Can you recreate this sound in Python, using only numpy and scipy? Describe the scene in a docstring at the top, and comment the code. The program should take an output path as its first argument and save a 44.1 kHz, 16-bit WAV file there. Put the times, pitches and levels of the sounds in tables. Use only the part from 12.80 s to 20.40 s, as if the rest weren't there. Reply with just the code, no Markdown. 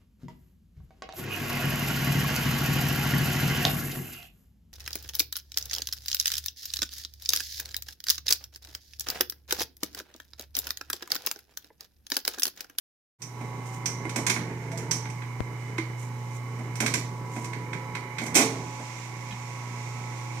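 """A workshop, with a vintage rotary ironer running nearer the right microphone of a stereo pair.
Its induction motor hums and whines, the gearbox churns and a bearing buzzes while a cloth is fed in.
Over that bed the clutch pawl clicks and the linkage clacks against the sheet-steel cabinet as the
heated shoe closes on the roller and lets go. Late on the shoe slams down and the roller hisses
against the cloth. Each blow leaves a short tail in cabinet and room."""
import sys
import numpy as np
from scipy import signal
from scipy.fft import rfft, irfft
from scipy.io import wavfile

SR = 44100
rng = np.random.default_rng(int(sys.argv[2]) if len(sys.argv) > 2 else 0)


def unload_audio(sound):
    """Save the sound as a 16-bit wav file, at the path given as the first command line argument."""
    columns = np.transpose(np.atleast_2d(sound))
    # keep every value between -1 and 1, then stretch to whole-number steps
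    steps = np.round(np.clip(columns, -1, 1) * 32767)
    wavfile.write(sys.argv[1], SR, steps.astype(np.int16))


N = 335160
TIME = np.arange(N) / SR
BINS = np.maximum(np.arange(N // 2 + 1) * SR / N, 1)
MAINS_HZ, ROTOR_SLOTS, CUTOFF_HZ = 60, 33, 15900
START_S, FULL_S = .387, .62  # the sound of the already running machine fades in to full level
SLAM_S, ROLLING_S = 5.5435, 5.55  # the shoe slams down; the roller grabs the cloth

# likeness of the two microphones: (frequency [Hz], correlation [clipped to -1..1])
MIC_LIKENESS = [(30, 3), (100, 0.66), (300, 1.3), (700, 0.7), (1400, 0.24), (2500, -0.22), (16000, 0.17)]
# bright colour of steel cracks and cloth swishes: (frequency [Hz], density [dB])
BRIGHT_COLOUR = [(2500, -2), (4500, -12), (6000, 1.5), (6900, 2), (8500, -1.5), (10000, -7), (11300, -13.5),
                 (13500, -11), (16000, -30)]


def from_db(db):
    """Decibels to gain."""
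    return 10 ** (np.asarray(db) / 20)


def in_time(points):
    """A (time, value) curve read at every sample."""
    return np.interp(TIME, *np.transpose(points))


def at_hz(points, hz):
    """A (frequency, value) curve read on a log-frequency axis."""
    f, value = np.transpose(points)
    return np.interp(np.log(hz), np.log(f), value)


def drift(rate_hz):
    """Slow random wander with spread 1."""
    pole = np.exp(-80 * np.pi * rate_hz / SR)
    noise = rng.standard_normal(N // 40 + 2002)  # one value per 40 samples
    slow = signal.lfilter([1], [1, -2 * pole, pole * pole], noise)[2000:]
    return np.interp(np.arange(N) / 40, np.arange(len(slow)), slow / slow.std())


def turns(hz):
    """Phase in radians of something that runs at a changing rate."""
    return 2 * np.pi * np.cumsum(hz) / SR


def add(out, s, sound):
    """Mix a sound in from a given time on."""
    i = round(s * SR)
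    out[..., i:i + sound.shape[-1]] += sound[..., :N - i]


def filtered(x, kind, hz):
    """Second-order low-pass or high-pass."""
    return signal.sosfilt(signal.butter(2, hz, kind, fs=SR, output="sos"), x + 1e-18)


def mic_gains(hz):
    """Left and right gain at a frequency: the machine is nearer the right microphone."""
    # balance of the pair: (frequency [Hz], left minus right [dB])
    balance = [(120, -2), (300, -3.5), (1000, -3.5), (1500, -6), (1850, -5.5), (2250, -18), (2700, -5.5),
               (3300, -4.5), (4500, -5), (5800, -11), (6700, -6), (8000, -6), (9300, -15.5), (10800, -2),
               (12500, -3.5), (15000, -2)]
    gains = from_db(at_hz(balance, np.atleast_1d(hz)) * np.array([[.5], [-.5]]))
    return gains / gains.mean(axis=0)


def coloured(spectrum):
    """Stereo noise of a given colour with steep skirts; its middle has rms 1."""
    alike = np.clip(at_hz(MIC_LIKENESS, BINS), -1, 1)
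    mid, side = rfft(rng.standard_normal((2, N)))
    skirts = np.minimum(1, np.minimum(BINS / spectrum[0][0], spectrum[-1][0] / BINS)) ** 4
    pair = np.sqrt(1 + alike) * mid + np.sqrt(1 - alike) * side * [[1], [-1]]
    noise = irfft(pair * mic_gains(BINS) * skirts * from_db(at_hz(spectrum, BINS)), N)
    return noise / noise.mean(axis=0).std()


def revolving(spectrum, shaft, repeat_share):
    """Rubbing parts: a share of the noise comes back alike on every turn of the shaft."""
    fresh = coloured(spectrum)
    period = round(2 * np.pi * N / shaft[-1])
    hz = np.maximum(np.arange(period // 2 + 1) * SR / period, 1)
    inside = (hz > spectrum[0][0]) & (hz < spectrum[-1][0])
    spread = np.arccos(np.clip(at_hz(MIC_LIKENESS, hz), -1, 1)) * rng.choice([-.5, .5], len(hz))
    phases = rng.uniform(0, 2 * np.pi, len(hz)) + spread * [[1], [-1]]
    turn = irfft(inside * from_db(at_hz(spectrum, hz)) * mic_gains(hz) * np.exp(1j * phases), period)
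    turn /= turn.mean(axis=0).std()
    place = shaft / (2 * np.pi) % 1 * period
    repeating = np.array([np.interp(place, np.arange(period), channel) for channel in turn])
    return np.sqrt(repeat_share) * repeating + np.sqrt(1 - repeat_share) * fresh


def ringing(modes):
    """One second of decaying modes, each reaching the two microphones slightly apart."""
    t, out = TIME[:SR], np.zeros((2, SR))
    for hz, db, t60 in modes:
        tone = np.sin(2 * np.pi * hz * (t + rng.uniform(0, .0002, (2, 1)))) * rng.choice([-1, 1])
        out += mic_gains(hz) * from_db(db - 60 * t / t60) * tone
    return out


def mic_hiss(level_db=-62.5):
    """The microphones' own steady hiss."""
    # noise floor: (frequency [Hz], density [dB])
    colour = [(2000, 1.5), (9000, 2.5), (10500, -4), (12500, -1.5), (15000, -1), (15800, -14)]
    return from_db(level_db) * coloured(colour)


def hum():
    """The motor's iron is pulled twice in every mains cycle."""
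    # magnetic hum, dipping briefly at the slam: (time [s], level [dB])
    level = [(.42, -46.5), (.63, -37.5), (4.1, -34.5), (4.35, -36), (5.53, -40.5), (5.59, -51),
             (5.66, -38.5), (6.16, -41), (6.9, -37), (7.6, -36)]
    # its harmonics: (frequency [multiples of the mains], relative level [dB])
    harmonics = [(2, 3), (4, -22.5), (6, -47)]
    field = 2 * np.pi * MAINS_HZ * TIME
    tone = sum(from_db(db) * mic_gains(k * MAINS_HZ) * np.cos(k * field) for k, db in harmonics)
    return from_db(in_time(level)) * tone


def rotor(shaft, shaft_hz, waver_db=2.5, windage_db=-51.5, throb=0.5):
    """Rotor slots whine, with sidebands and a throbbing rush from the pulsing field."""
    # loudness of the whine: (time [s], level [dB])
    level = [(.6, -44), (1.4, -42.5), (1.8, -51), (2.2, -46.5), (3.6, -47), (4.5, -44.5), (5.8, -43),
             (6.25, -44.5), (6.8, -42.5)]
    # its partials: (order [shaft multiples], sideband [mains multiples], relative level [dB])
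    partials = [(33, -2, -3.5), (33, 0, -4.5), (33, 2, -8), (34, 0, -10), (34, 2, -13), (26, 0, -14),
                (18, 0, -13), (11, 0, -7.5), (8, 0, -10.5), (44, 0, -15), (50, 0, -32)]
    # high overtones, heard until the roller is driven: same columns, orders rounded for the pitch
    idle_partials = [(65.54, 2, -10), (100.4, 0, -18.5), (132.5, 0, -25.5), (168, 0, -30)]
    # air rushing round the rotor: (frequency [Hz], density [dB])
    air_colour = [(500, -6), (740, -5), (860, 0.5), (1000, 2), (1130, -2), (1220, -7), (1400, -9),
                  (1800, -24), (3000, -38)]
    field, whine_db = 2 * np.pi * MAINS_HZ * TIME, in_time(level)
    idling = np.clip((ROLLING_S - TIME) * 10, 0, 1)
    whine = np.zeros((2, N))
    for rows, share in (partials, 1), (idle_partials, idling):
        for order, sideband, db in rows:
            phase = round(order) * shaft + sideband * field + rng.uniform(0, 2 * np.pi)
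            apart = rng.normal(0, 0.37) * np.array([[1], [-1]])  # reflections shift each side's phase
            gain = share * from_db(db + waver_db * drift(1.83))
            whine += gain * mic_gains(order * shaft_hz) * np.cos(phase + apart)
    air_gain = from_db(windage_db + 0.46 * (whine_db - whine_db.mean()))
    windage = air_gain * coloured(air_colour) * (1 + throb * np.cos(2 * field))
    return from_db(whine_db) * whine + windage


def gearbox(shaft, idle_db=-47.5, lumpy_db=1.9):
    """Gears churn evenly when idle and roughly under load."""
    # low churning: (frequency [Hz], density [dB])
    colour = [(35, -23.5), (75, -7.5), (105, -5), (150, 6), (172, 6), (200, -4), (250, -2), (330, -1),
              (440, -1.5), (510, -9), (600, -15), (750, -14), (1200, -18.5), (2000, -15)]
    # load, heard as the strength of the churning: (time [s], level [dB])
    load = [(0.62, -43), (0.73, -47), (1.31, -41), (1.43, -40.5), (2.09, -39.5), (2.41, -52), (2.84, -45),
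            (3.23, -50.5), (4.19, -40.5), (4.35, -45.5), (4.75, -42), (5.41, -46.5), (5.62, -37.5),
            (5.79, -42), (6.08, -52.5), (7.16, -47.5), (7.55, -53)]
    load_db = in_time(load) + 1
    evenness = 0.59 * from_db(-np.maximum(load_db - idle_db, 0))
    return from_db(load_db + lumpy_db * drift(8.9)) * revolving(colour, shaft, evenness)


def bearing(shaft):
    """The bearing's buzz pulses once a turn and twice a mains cycle."""
    # rubbing in the bearing: (frequency [Hz], density [dB])
    colour = [(1200, -10), (1500, -8.5), (1880, -4), (2020, 2.5), (2180, 6), (2380, -2.5), (2550, -32),
              (2800, -11), (3300, -26), (4500, -47)]
    # its buzz: (time [s], level [dB])
    level = [(0.62, -55.5), (1.53, -51.5), (2.69, -52), (3.07, -50), (3.36, -55), (3.71, -54.5),
             (4.02, -48.5), (4.27, -60), (4.54, -54.5), (5.58, -45), (5.73, -50), (7.55, -49.5)]
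    beat = 1 + 0.093 * np.cos(shaft) + 0.17 * np.cos(4 * np.pi * MAINS_HZ * TIME)
    return from_db(in_time(level)) * beat * revolving(colour, shaft, repeat_share=0.24)


def roller(still_db=-59.0, rolling_db=-50.5, grab_db=16.0, grab_s=0.079):
    """A faint hiss flares as the roller grabs the cloth, then settles louder than before."""
    # roller hiss: (frequency [Hz], density [dB])
    colour = [(2500, 3), (3000, -4), (3400, -4), (4600, -6), (5900, 0), (7000, -1.5), (9000, -12.5),
              (10400, -19.5), (15000, -32)]
    flare_db = grab_db * np.exp(-abs(TIME - ROLLING_S) / grab_s)
    level_db = np.where(TIME < ROLLING_S, still_db, rolling_db + flare_db)
    return from_db(level_db + 0.93 * drift(4.1)) * coloured(colour)


def groans(waver_db=5.0):
    """Under load, gears groan in short glides and the motor adds a wavering whine."""
    # gear and motor tones: (start [s], end [s], first pitch [Hz], last pitch [Hz], level [dB])
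    tones = [(1.6, 2.2, 680, 650, -54), (1.7, 2.12, 440, 455, -49), (1.55, 2.45, 168, 162, -45),
             (1.4, 2.3, 921, 921, -52), (4.68, 5.2, 505, 530, -53)]
    out = np.zeros((2, N))
    for start, end, first_hz, last_hz, db in tones:
        along = np.clip((TIME - start) / (end - start), 0, 1)
        hz = (first_hz + (last_hz - first_hz) * along) * (1 + 0.011 * drift(27.5))
        envelope = from_db(db + waver_db * drift(13.0)) * np.sqrt(abs(np.sin(np.pi * along)))
        out += mic_gains(first_hz) * envelope * np.sin(turns(hz))
    return out


def cloth(grain_db=2.8):
    """Cloth slides over the table in soft, grainy swishes."""
    # swishes: (time [s], half length [s], level [dB])
    rustles = [(0.877, 0.02, -53), (0.942, 0.038, -51.5), (3.233, 0.047, -53), (3.548, 0.033, -55.5),
               (4.585, 0.075, -51.5), (5.447, .04, -47.5)]
    swell = sum(from_db(db) * np.exp(-((TIME - s) / half) ** 2) for s, half, db in rustles)
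    return swell * from_db(grain_db * drift(60)) * coloured(BRIGHT_COLOUR)


def pop(s=2.6053, gain_db=-8.0, fall_s=0.0026, right_db=-24.0):
    """One dry pop at the left microphone: a pressure step that swings back slowly."""
    out, t = np.zeros((2, N)), TIME[:SR // 10]
    pulse = filtered(np.exp(-t / fall_s) - np.exp(-t / .00008), "high", 65)
    add(out, s, from_db([[gain_db], [gain_db + right_db]]) * pulse)
    return out


def handling():
    """The shoe rings when knocked, by hand or against the roller; a small metal part is tapped."""
    # knocks on the shoe and taps on the small part: (time [s], level [dB])
    knocks = [(1.253, -31), (2.984, -22.5), (5.556, -24.5)]
    taps = [(6.509, -42.5), (6.524, -40.5)]
    # the modes of each: (frequency [Hz], relative level [dB], t60 [s])
    shoe_modes = [(325, -1, .17), (372, -6, .08), (440, -11, .07), (1000, -9, .08), (2100, -2, .1),
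                  (2260, -14, .05)]
    part_modes = [(72, -9, 0.17), (191, 3.5, 0.11), (1753, -4, 0.062), (2500, -5, .08), (2950, -8, 0.074),
                  (3070, 0, 0.056), (3311, -2, 0.12), (3770, -8, 0.088), (4000, -12, .08)]
    out = np.zeros((2, N))
    for hits, modes in (knocks, shoe_modes), (taps, part_modes):
        for s, db in hits:
            add(out, s, from_db(db) * ringing(modes))
    return out


def struck(spectrum, modes, hits, early_s, tail_db, t60, rattle, chatter_s=.007):
    """A burst of crowded modes, a tail in cabinet and room, a few clear modes; each blow chatters."""
    t, n = TIME[:SR], SR // 10
    decay = np.exp(-t / early_s) + from_db(tail_db - 60 * t / t60)
    response = coloured(spectrum)[:, :SR] * decay + ringing(modes)
    out = np.zeros((2, N))
    for s, db, top_hz in hits:
        contacts = rng.standard_normal(n) * (rng.random(n) < 1500 / SR) * np.exp(-t[:n] / chatter_s)
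        contacts *= rattle / (np.linalg.norm(contacts) + 1e-9)
        contacts[0] += 1  # the main impact
        blow = signal.fftconvolve(response, filtered(contacts, "low", top_hz)[None], axes=1)
        attack_rms = blow[:, :SR // 40].mean(axis=0).std()
        add(out, s, from_db(db) * blow / attack_rms)
    return out


def blows(rows, offset_db, top_hz=CUTOFF_HZ):
    """Blows as they reach one part: (time [s], level [dB], top of the excited band [Hz])."""
    s, db = np.transpose(rows)[:2]
    return list(zip(*np.broadcast_arrays(s, db + offset_db, np.clip(top_hz, 300, CUTOFF_HZ))))


def slam(peak_db, rise_s, fall_db_per_s, count=11, judder_s=.0075):
    """The shoe judders on the roller: uneven contacts build up as it seats, then die away."""
    t = judder_s * (np.arange(count) + rng.uniform(0, .3, count))
    db = peak_db - 14 * np.maximum(1 - t / rise_s, 0) - fall_db_per_s * np.maximum(t - rise_s, 0)
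    return [(SLAM_S + after, level, CUTOFF_HZ) for after, level in zip(t, db)]


def linkage():
    """Thuds go mostly to the cabinet, clacks to the lever, clicks to the pawl; hard blows crack."""
    # dull thuds from handling and the shoe's shifting weight: (time [s], level [dB])
    thuds = [(.61, -39), (1.252, -37), (1.36, -30.5), (1.385, -30), (1.562, -34), (2.14, -43),
             (2.255, -46.5), (3.79, -39), (4.003, -30.5), (4.026, -27.5), (4.563, -32), (5.414, -31),
             (5.464, -35), (5.997, -40)]
    # steel links clack together: (time [s], level [dB], hardness as crack over clank [dB])
    clacks = [(1.294, -42, -5), (1.36, -37, 1), (1.466, -29.5, -1.5), (1.498, -27.5, -3.5),
              (1.562, -38, -25), (1.916, -46.5, -6), (1.975, -49, 4.5), (2.255, -45, -19), (2.3, -54, 1.5),
              (2.42, -44, -25), (2.981, -34.5, -15), (3.844, -54, -28), (3.955, -48.5, 2), (4.003, -32, -2),
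              (4.062, -29, -6.5), (4.139, -30.5, -1), (4.644, -47.5, 0.5), (4.732, -40.5, -16),
              (4.931, -36.5, -16.5), (5.151, -35, -15.5), (5.384, -34.5, -12), (5.464, -49.5, 4.5)]
    # the pawl drops into its notch: (time [s], level [dB])
    clicks = [(0.419, -39.5), (1.058, -28), (2.111, -25)]
    # crowded modes of each part: (frequency [Hz], density [dB])
    cabinet_colour = [(110, -17), (150, -11), (195, -7), (235, 1.5), (330, -.5), (450, -2), (560, -9),
                      (670, -3.5), (950, -10), (1120, -8), (1260, -19), (2000, -34)]
    lever_colour = [(700, -28), (1000, -1.5), (1250, -7.5), (1500, -7.5), (1950, -1.5), (2250, 4.5),
                    (2600, -10.5), (3100, -10.5), (4200, -6), (5500, -10), (8000, -45)]
    pawl_colour = [(4500, -14), (5300, -5), (5700, 3), (6000, -0.5), (6350, 3), (6800, -10), (7500, -26)]
    # clear, pitched modes of each part: (frequency [Hz], relative level [dB], t60 [s])
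    cabinet_modes = [(226.3, 0.5, 0.29), (269.4, -11, 0.79), (332.5, -14.5, 1), (446.3, -10, 0.56),
                     (657, -36, 0.22), (1100, -17, 0.19)]
    lever_modes = [(1415, -43, 0.12), (2060, -33, 0.28), (2200, -21.5, 0.11), (2510, -6, 0.11)]
    pawl_modes = [(5276, -22, .26), (5700, -16, 0.38), (5930, -15, 0.27), (6035, -22, 0.4),
                  (6400, -25, 0.2), (6950, -15, 0.18)]
    crack_modes = [(6300, -20, 0.21), (7130, -5, 0.2), (7208, -31, 0.27), (8000, -30, 0.24),
                   (8300, -23, .28), (13600, -19, 0.16)]
    hardness_db = np.transpose(clacks)[2]

    hits = blows(thuds, -3) + blows(clacks, -13) + slam(-25.5, rise_s=.014, fall_db_per_s=80)
    boom = struck(cabinet_colour, cabinet_modes, hits, early_s=.023, tail_db=-12, t60=.87, rattle=.22)

    hits = blows(clacks, -1, top_hz=7000 * from_db(.38 * hardness_db)) + blows(thuds, -12, top_hz=2260)
    hits += blows(clicks, -12.5) + slam(-31, rise_s=.0053, fall_db_per_s=55)
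    clank = struck(lever_colour, lever_modes, hits, early_s=.008, tail_db=-2, t60=.4, rattle=.39)

    hits = blows(clicks, -3) + blows(clacks, hardness_db - 3.5)
    hits += slam(-38, rise_s=.008, fall_db_per_s=20)
    ping = struck(pawl_colour, pawl_modes, hits, early_s=.01, tail_db=-6, t60=.42, rattle=.8)

    hits = blows(clacks, hardness_db) + blows(clicks, -7) + blows(thuds, -21)
    hits += slam(-22.5, rise_s=.0072, fall_db_per_s=280)
    crack = struck(BRIGHT_COLOUR, crack_modes, hits, early_s=.0047, tail_db=-5.5, t60=.32, rattle=1)
    return filtered(boom, "high", 100) + clank + ping + crack


def scene(slot_hz=980.3, wander_hz=.7, sag_hz=3):
    """The sound of the already running machine fades in; blows and handling lie over it."""
    # the rotor's slot tone runs a little flat once the roller is driven
    shaft_hz = (slot_hz + wander_hz * drift(1.47) - sag_hz * (TIME > ROLLING_S)) / ROTOR_SLOTS
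    shaft = turns(shaft_hz)
    fade_in = from_db(np.interp(TIME, [START_S, FULL_S], [-13.5, 0]))
    moving_parts = rotor(shaft, shaft_hz.mean()) + gearbox(shaft) + bearing(shaft) + roller()
    machine = hum() + fade_in * moving_parts
    return machine + groans() + linkage() + handling() + cloth() + pop() + mic_hiss()


def record(dry, fade_s=0.042, low_cut_hz=42):
    """The microphones fade in after a silent start; deep bass and the top are cut."""
    opening = np.clip((TIME - START_S) / fade_s, 0, 1)
    thinned = filtered(dry * opening, "high", low_cut_hz)
    return signal.sosfilt(signal.ellip(10, .1, 80, CUTOFF_HZ, fs=SR, output="sos"), thinned)


dry = scene()
out = record(dry)
unload_audio(out)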